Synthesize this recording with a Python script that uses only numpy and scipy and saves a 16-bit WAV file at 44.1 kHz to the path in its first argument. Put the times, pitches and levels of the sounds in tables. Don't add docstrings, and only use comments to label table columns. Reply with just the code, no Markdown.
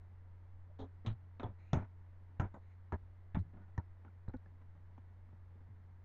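import sys
import numpy as np
from scipy import signal
from scipy.fft import rfft, irfft
from scipy.io import wavfile
from scipy.ndimage import uniform_filter1d

SR = 44100
rng = np.random.default_rng(int(sys.argv[2]) if len(sys.argv) > 2 else 0)


def volts_from_db(level):
    exponent = np.asarray(level, float) / 20
    return 10 ** exponent


def wrap_up_sound(samples):
    columns = np.atleast_2d(samples).T
    tamed = np.clip(columns, -1, 1)
    steps = np.round(tamed * 32767).astype(np.int16)
    wavfile.write(sys.argv[1], SR, steps)


N = 266628
SPAN = 8192

# (time [s], peak [dB], slap [dB rel], yard t60 [s], gate open [s])
BALL = [(1.731, -38, -6.5, 0.32, .13), (2.398, -39, -12.5, 0.26, 0.087), (2.922, -44, -22, 0.41, 0.038),
        (3.778, -45.5, -37, 0.13, 0.039), (4.049, -60.5, -21, 0.17, 0.074), (4.28, -56, -60, .12, 0.014),
        (4.294, -59, -40, 0.17, 0.023), (4.337, -55, -20, 0.23, 0.022), (4.461, -63.5, -24, .06, 0.018),
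        (4.978, -62, -14, 0.27, 0.014)]
# (time [s], peak [dB], slap [dB rel], yard t60 [s], gate open [s])
LIMBS = [(1.062, -48.5, 2.5, 0.21, 0.074), (1.397, -48.5, -15, 0.26, 0.052),
         (3.347, -44.5, -14.5, 0.17, .055), (3.571, -65, -29, 0.22, 0.069)]
# (time [s], peak [dB], slap [dB rel], yard t60 [s], gate open [s])
HANDS = [(.695, -70, -18, 0.14, 0.053), (.788, -54.5, -6, 1.3, 0.072), (1.43, -40.5, -14.5, 0.19, 0.094),
         (2.54, -50.5, -25, 0.25, 0.046)]


def unit(x):
    return x / np.sqrt(np.mean(x ** 2) + 1e-30)


def colour(x, tone, boom_db=0., slap_db=0.):
    hz = np.maximum(np.arange(len(x) // 2 + 1) * SR / len(x), 1)
    point_hz, point_db = np.array(tone).T
    db = np.interp(np.log(hz), np.log(point_hz), point_db, left=-90, right=-90)
    boom_shelf = boom_db / (1 + (hz / 420) ** 4)
    slap_shelf = slap_db / (1 + (2800 / hz) ** 6)
    middle = (hz > 300) & (hz < 2500)
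    norm = np.sqrt(np.mean(volts_from_db(db)[middle] ** 2) / 10)
    return irfft(rfft(x) * volts_from_db(db + boom_shelf + slap_shelf) / norm, len(x))


def walk(rate_hz):
    k = int(SR / rate_hz)
    held = np.repeat(rng.standard_normal(N // k + 1), k)
    return 0.73 * uniform_filter1d(uniform_filter1d(held, k), k)[:N]


def smooth(size):
    size = int(size)
    noise = rng.standard_normal(SPAN)
    return unit(uniform_filter1d(uniform_filter1d(noise, size), size))


def gate(t, open_s):
    close_s = 0.0028 + 0.045 * open_s
    return 1 / (1 + np.exp(np.clip((t - open_s) / close_s, -50, 50)))


def fade(t, t60):
    return np.exp(-np.log(1000) * t / t60)


def add(out, s, x):
    i = int(s * SR)
    out[i:i + len(x)] += x[:N - i]


def laptop():
    # (frequency [Hz], density [dB per Hz])
    hiss_tone = [(70, -28.5), (130, 3), (300, -5.5), (500, -9), (750, -11), (950, -8.5), (1150, -13.5),
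                 (2000, -16), (2500, -26), (4200, -33.5), (5000, -37.5), (7000, -42), (8600, -46.5),
                 (16000, -47.5)]
    # (frequency [Hz], density [dB per Hz])
    drift_tone = [(2, -6), (6, -3), (15, -10.5), (30, -17), (60, -17.5), (120, -29)]
    t = np.arange(N) / SR
    hum_phase = 2 * np.pi * 90.02 * t + 0.15 * walk(5)
    hum = np.sqrt(2) * np.sin(hum_phase) * volts_from_db(-55.5 - 0.25 * t + 0.5 * walk(8))
    hiss_db = -72 + 0.32 * walk(12) + 0.13 * walk(15)
    hiss = unit(colour(rng.standard_normal(N), hiss_tone)) * volts_from_db(hiss_db)
    drift = unit(colour(rng.standard_normal(N), drift_tone)) * volts_from_db(-62 + 2.1 * walk(7.2))
    return hum + hiss + drift


def buzz():
    # (time [s], peak [dB])
    ticks = [(1.113, -85), (1.126, -77), (2.942, -75.5), (3.39, -69.5), (3.396, -74), (3.406, -76),
             (3.419, -87), (4.284, -69), (4.299, -83), (4.367, -79)]
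    # (frequency [Hz], density [dB per Hz])
    tick_tone = [(3000, -36), (3750, -11), (4080, 0.5), (4400, -14.5), (5200, -20), (7500, -27),
                 (8050, -10.5), (8500, -28)]
    out, t = np.zeros(N), np.arange(SPAN // 8) / SR
    for s, db in ticks:
        grit = unit(colour(rng.standard_normal(len(t)), tick_tone))
        add(out, s, volts_from_db(db) * grit * fade(t, 0.029) * (1 - np.exp(-t / 0.00019)) ** 2)
    return out


def scuffs():
    # (start [s], length [s], level [dB], rubber pitch [Hz], rise [Hz per s])
    slides = [
        (1.6, 0.16, -81.5, 1994, 6080),
        (2.635, 0.11, -85.5, 2056, 100),
    ]
    # (frequency [Hz], density [dB per Hz])
    grit_tone = [(1200, -7.5), (2200, 2.5), (2700, -5.5), (3300, -19.5), (4100, -5.5), (5000, -39),
                 (6350, -16), (7200, -23)]
    t = np.arange(N) / SR
    grit, hoarse = unit(colour(rng.standard_normal(N), grit_tone)), walk(600)
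    uneven = volts_from_db(2.5 * walk(40))
    edge_s, rubber_db = 0.013, 6.5
    out = np.zeros(N)
    for s, length_s, db, hz, rise in slides:
        since = t - s
        level = volts_from_db(db) * gate(-since, edge_s) * gate(since, length_s) * (abs(since) < 0.5)
        rubber = hoarse * np.sin(2 * np.pi * (hz + rise * since / 2) * since)
        out += level * uneven * (grit + volts_from_db(rubber_db) * rubber)
    return out


def thuds():
    # (time [s], peak [dB], frequency [Hz], t60 [s], first swing [+1 up, -1 down])
    knocks = [(1.7312, -19, 140, 0.068, -1), (1.771, -24, 94, 0.08, 1), (2.398, -15, 110, 0.03, -1),
              (3.346, -27, 71, 0.087, -1), (3.369, -21.5, 163, 0.04, 1), (3.78, -25.5, 90, 0.1, -1),
              (4.283, -19.5, 76, 0.02, 1), (4.293, -29.5, 78, 0.039, 1), (4.36, -28, 60.3, 0.024, -1)]
    # (time [s], peak [dB], frequency [Hz], gate open [s], first swing [+1 up, -1 down])
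    casing_rings = [(0.795, -46.5, 268, 0.075, 1), (0.81, -47.5, 89.4, 0.053, 1),
                    (1.07, -31, 107.8, 0.078, -1), (1.442, -35, 104, 0.03, 1), (1.49, -46, 102, .04, 1),
                    (1.753, -27, 73.5, 0.024, -1), (1.795, -35.5, 97, 0.051, 1),
                    (2.42, -32.5, 95.2, 0.048, -1), (2.924, -34, 78.5, 0.038, -1),
                    (3.384, -30, 92.8, 0.045, 1), (4.341, -40, 252, 0.022, 1)]
    # (time [s], peak [dB], frequency [Hz])
    faint_thuds = [(1.216, -60.5, 136), (2.545, -54.5, 88), (3.02, -51, 44.6), (3.45, -58.5, 153),
                   (4.052, -62.5, 197), (4.46, -63.5, 157), (3.539, -56.5, 173), (3.602, -58.5, 191.5),
                   (4.519, -66.5, 262), (4.75, -62, 154), (4.979, -59.5, 113), (5.329, -58.5, 111.7),
                   (5.688, -51, 104.6)]
    events = [(s, db, hz, t60, 0.026, swing) for s, db, hz, t60, swing in knocks]
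    events += [(s, db, hz, 0.43, open_s, swing) for s, db, hz, open_s, swing in casing_rings]
    events += [(s, db, hz, 0.37, 0.052, -1) for s, db, hz in faint_thuds]
    out, t = np.zeros(N), np.arange(SPAN) / SR
    for s, db, hz, t60, open_s, swing in events:
        wobble = smooth(190) * np.minimum(t * hz, 1)
        phase = 2 * np.pi * hz * t + 0.2 * wobble
        overtone = 0.25 * np.sin(2 * phase) * fade(t, 0.92 * t60)
        ring = np.sin(phase) - overtone + 0.33 * wobble
        push = 1 - np.exp(-t * hz / 0.18)
        add(out, s, np.sign(swing) * volts_from_db(db) * ring * fade(t, t60) * push * gate(t, open_s))
    return out


def step_blows():
    # (time [s], peak [dB], boom [dB rel], gate open [s])
    shuffles = [(1.048, -64, 12.5, 0.043), (3.535, -69, 8.5, 0.099), (3.615, -73, -4, .043),
                (3.679, -74, 2, 0.028), (3.745, -77.5, 10, .014), (4.614, -70.5, 5, 0.015),
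                (4.75, -73.5, -6, .037), (5.288, -75.5, 13, 0.011), (5.328, -73, 15.5, 0.019),
                (5.555, -79, 18, 0.04), (5.605, -73, 6, 0.021), (5.673, -83, 11, 0.12)]
    slap_db, t60 = -21.5, 0.38
    return [(s, db, boom_db, slap_db, t60, open_s) for s, db, boom_db, open_s in shuffles]


def ringing(notes, struck, slope):
    rows = []
    for s, db, hz in notes:
        *_, yard_t60, open_s = min(struck, key=lambda row: abs(row[0] - s))
        lag_s = 0.8 / hz
        rows.append((s + lag_s, db, hz, 0.7 * yard_t60 * (1000 / hz) ** slope, 0.82 * open_s))
    return rows


def pings():
    # (time [s], peak [dB], frequency [Hz])
    smacks = [(1.07, -57, 3040), (1.397, -51, 1150), (1.44, -49.5, 3310), (1.733, -38.5, 3380),
              (1.732, -45, 6000), (1.732, -56, 1330), (2.41, -38, 1320), (2.404, -41, 770),
              (2.399, -57, 3340), (3.778, -65, 2100), (2.922, -62, 4100), (3.779, -40.5, 1790),
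              (3.779, -53, 5900), (4.08, -57.5, 1400), (4.337, -78, 5500), (4.46, -59.5, 1690),
              (4.461, -82, 5000), (4.979, -56.5, 880), (4.978, -78, 3500)]
    # (time of blow [s], peak [dB], frequency [Hz])
    ball_notes = [(1.731, -40, 370), (1.731, -46.5, 619), (1.731, -55, 867), (2.398, -75.5, 7000),
                  (2.398, -46, 990), (2.922, -45.5, 967), (2.922, -54, 1680), (2.922, -43, 216),
                  (3.778, -41, 193), (3.778, -44.5, 924), (3.778, -73.5, 4120), (4.337, -59.5, 525),
                  (4.337, -54.5, 855), (4.337, -61, 1465), (4.978, -55.5, 269)]
    # (time of blow [s], peak [dB], frequency [Hz])
    body_notes = [(.695, -64, 602), (.79, -54.5, 429), (.79, -59, 778.6), (.79, -63.5, 928.5),
                  (.79, -77.5, 3910), (.79, -75, 3360), (1.062, -59, 3940), (1.397, -60, 280),
                  (1.432, -67, 3400), (2.54, -70, 1510), (1.432, -49, 713), (1.432, -45, 300.5),
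                  (1.731, -46.5, 206), (2.922, -47, 391), (2.54, -55, 196), (2.54, -84, 6800),
                  (1.062, -56, 328), (1.062, -61, 2930), (3.347, -46.5, 891), (3.571, -71, 696),
                  (3.615, -70, 1464), (3.615, -75.5, 1820), (3.679, -72, 780), (3.745, -71, 1910)]
    rows = [(s, db, hz, 44 / hz, 0.026) for s, db, hz in smacks]
    rows += ringing(ball_notes, BALL, slope=0.15)
    rows += ringing(body_notes, LIMBS + step_blows() + HANDS + BALL, slope=0.083)
    out, t = np.zeros(N), np.arange(SPAN) / SR
    for s, db, hz, t60, open_s in rows:
        blur = 300 / (1 + (hz / 2500) ** 3)
        rough = volts_from_db(3.6 * smooth(blur) * np.minimum(t / 0.014, 1))
        ring = rough * np.sin(2 * np.pi * hz * t + 0.57 * smooth(blur))
        onset = (1 - np.exp(-t / 0.00028)) ** 2
        add(out, s, volts_from_db(db) * ring * fade(t, t60) * onset * gate(t, open_s))
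    return out


def boomed(table, boom_db):
    return [(s, db, boom_db, *rest) for s, db, *rest in table]


def blows(table, tone, crack_db, rise_s, treble):
    out, t = np.zeros(N), np.arange(SPAN) / SR
    dull_sos, mild_sos = (signal.butter(4, hz, fs=SR, output="sos") for hz in (2700, 4800))
    for s, db, boom_db, slap_db, t60, open_s in table:
        noise = colour(rng.standard_normal(SPAN), tone, boom_db, slap_db + 11.5)
        dull, mild = signal.sosfilt(dull_sos, noise), signal.sosfilt(mild_sos, noise)
        echoes = dull * fade(t, t60)
        echoes += (mild - dull) * fade(t, treble * t60)
        echoes += (noise - mild) * fade(t, 0.57 * treble * t60)
        clumps = volts_from_db(1.5 * smooth(230))
        crack = volts_from_db(crack_db) * noise * fade(t, 0.0072)
        contact = (1 - np.exp(-t / rise_s)) ** 2
        add(out, s, volts_from_db(db) * (echoes * clumps + crack) * contact * gate(t, open_s))
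    return out


def feet():
    # (frequency [Hz], density [dB per Hz])
    limb_tone = [(140, -18.5), (230, -1), (329, -7.5), (478, -13.5), (598, -10.5), (1320, -14.5),
                 (1510, -16), (2740, -25), (3750, -23.5), (4830, -47), (6320, -43), (8150, -59),
                 (10600, -72), (17900, -120)]
    landings = boomed(LIMBS, -0.6) + step_blows()
    return blows(landings, limb_tone, crack_db=-0.5, rise_s=0.0005, treble=0.74)


def hands():
    # (frequency [Hz], density [dB per Hz])
    hand_tone = [(140, -22), (230, -1.5), (500, -8.5), (1010, -11), (1400, -22), (2000, -28), (2400, -31.5),
                 (2780, -35.5), (3690, -22.5), (4980, -46.5), (6610, -45.5), (8150, -64), (10600, -104),
                 (17900, -120)]
    return blows(boomed(HANDS, -4), hand_tone, crack_db=-5.5, rise_s=0.0016, treble=0.43)


def ball():
    # (frequency [Hz], density [dB per Hz])
    ball_tone = [(140, -25), (230, 0.5), (507, -16), (936, -15), (1150, -23), (1360, -19.5), (1970, -27.5),
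                 (2290, -28), (2700, -37), (3480, -38.5), (4620, -50), (6510, -43), (8150, -66.5),
                 (10600, -101), (17900, -120)]
    return blows(boomed(BALL, -6.5), ball_tone, crack_db=11.5, rise_s=0.00042, treble=0.75)


def scene():
    yard = buzz() + scuffs() + thuds() + pings() + feet() + hands() + ball()
    mic = signal.butter(10, 8500, fs=SR, output="sos")
    return (laptop() + signal.sosfiltfilt(mic, yard))[None]


def top_cut(x):
    return signal.sosfilt(signal.butter(12, 15500, fs=SR, output="sos"), x)


def record(dry):
    return top_cut(dry)


dry = scene()
out = record(dry)
wrap_up_sound(out)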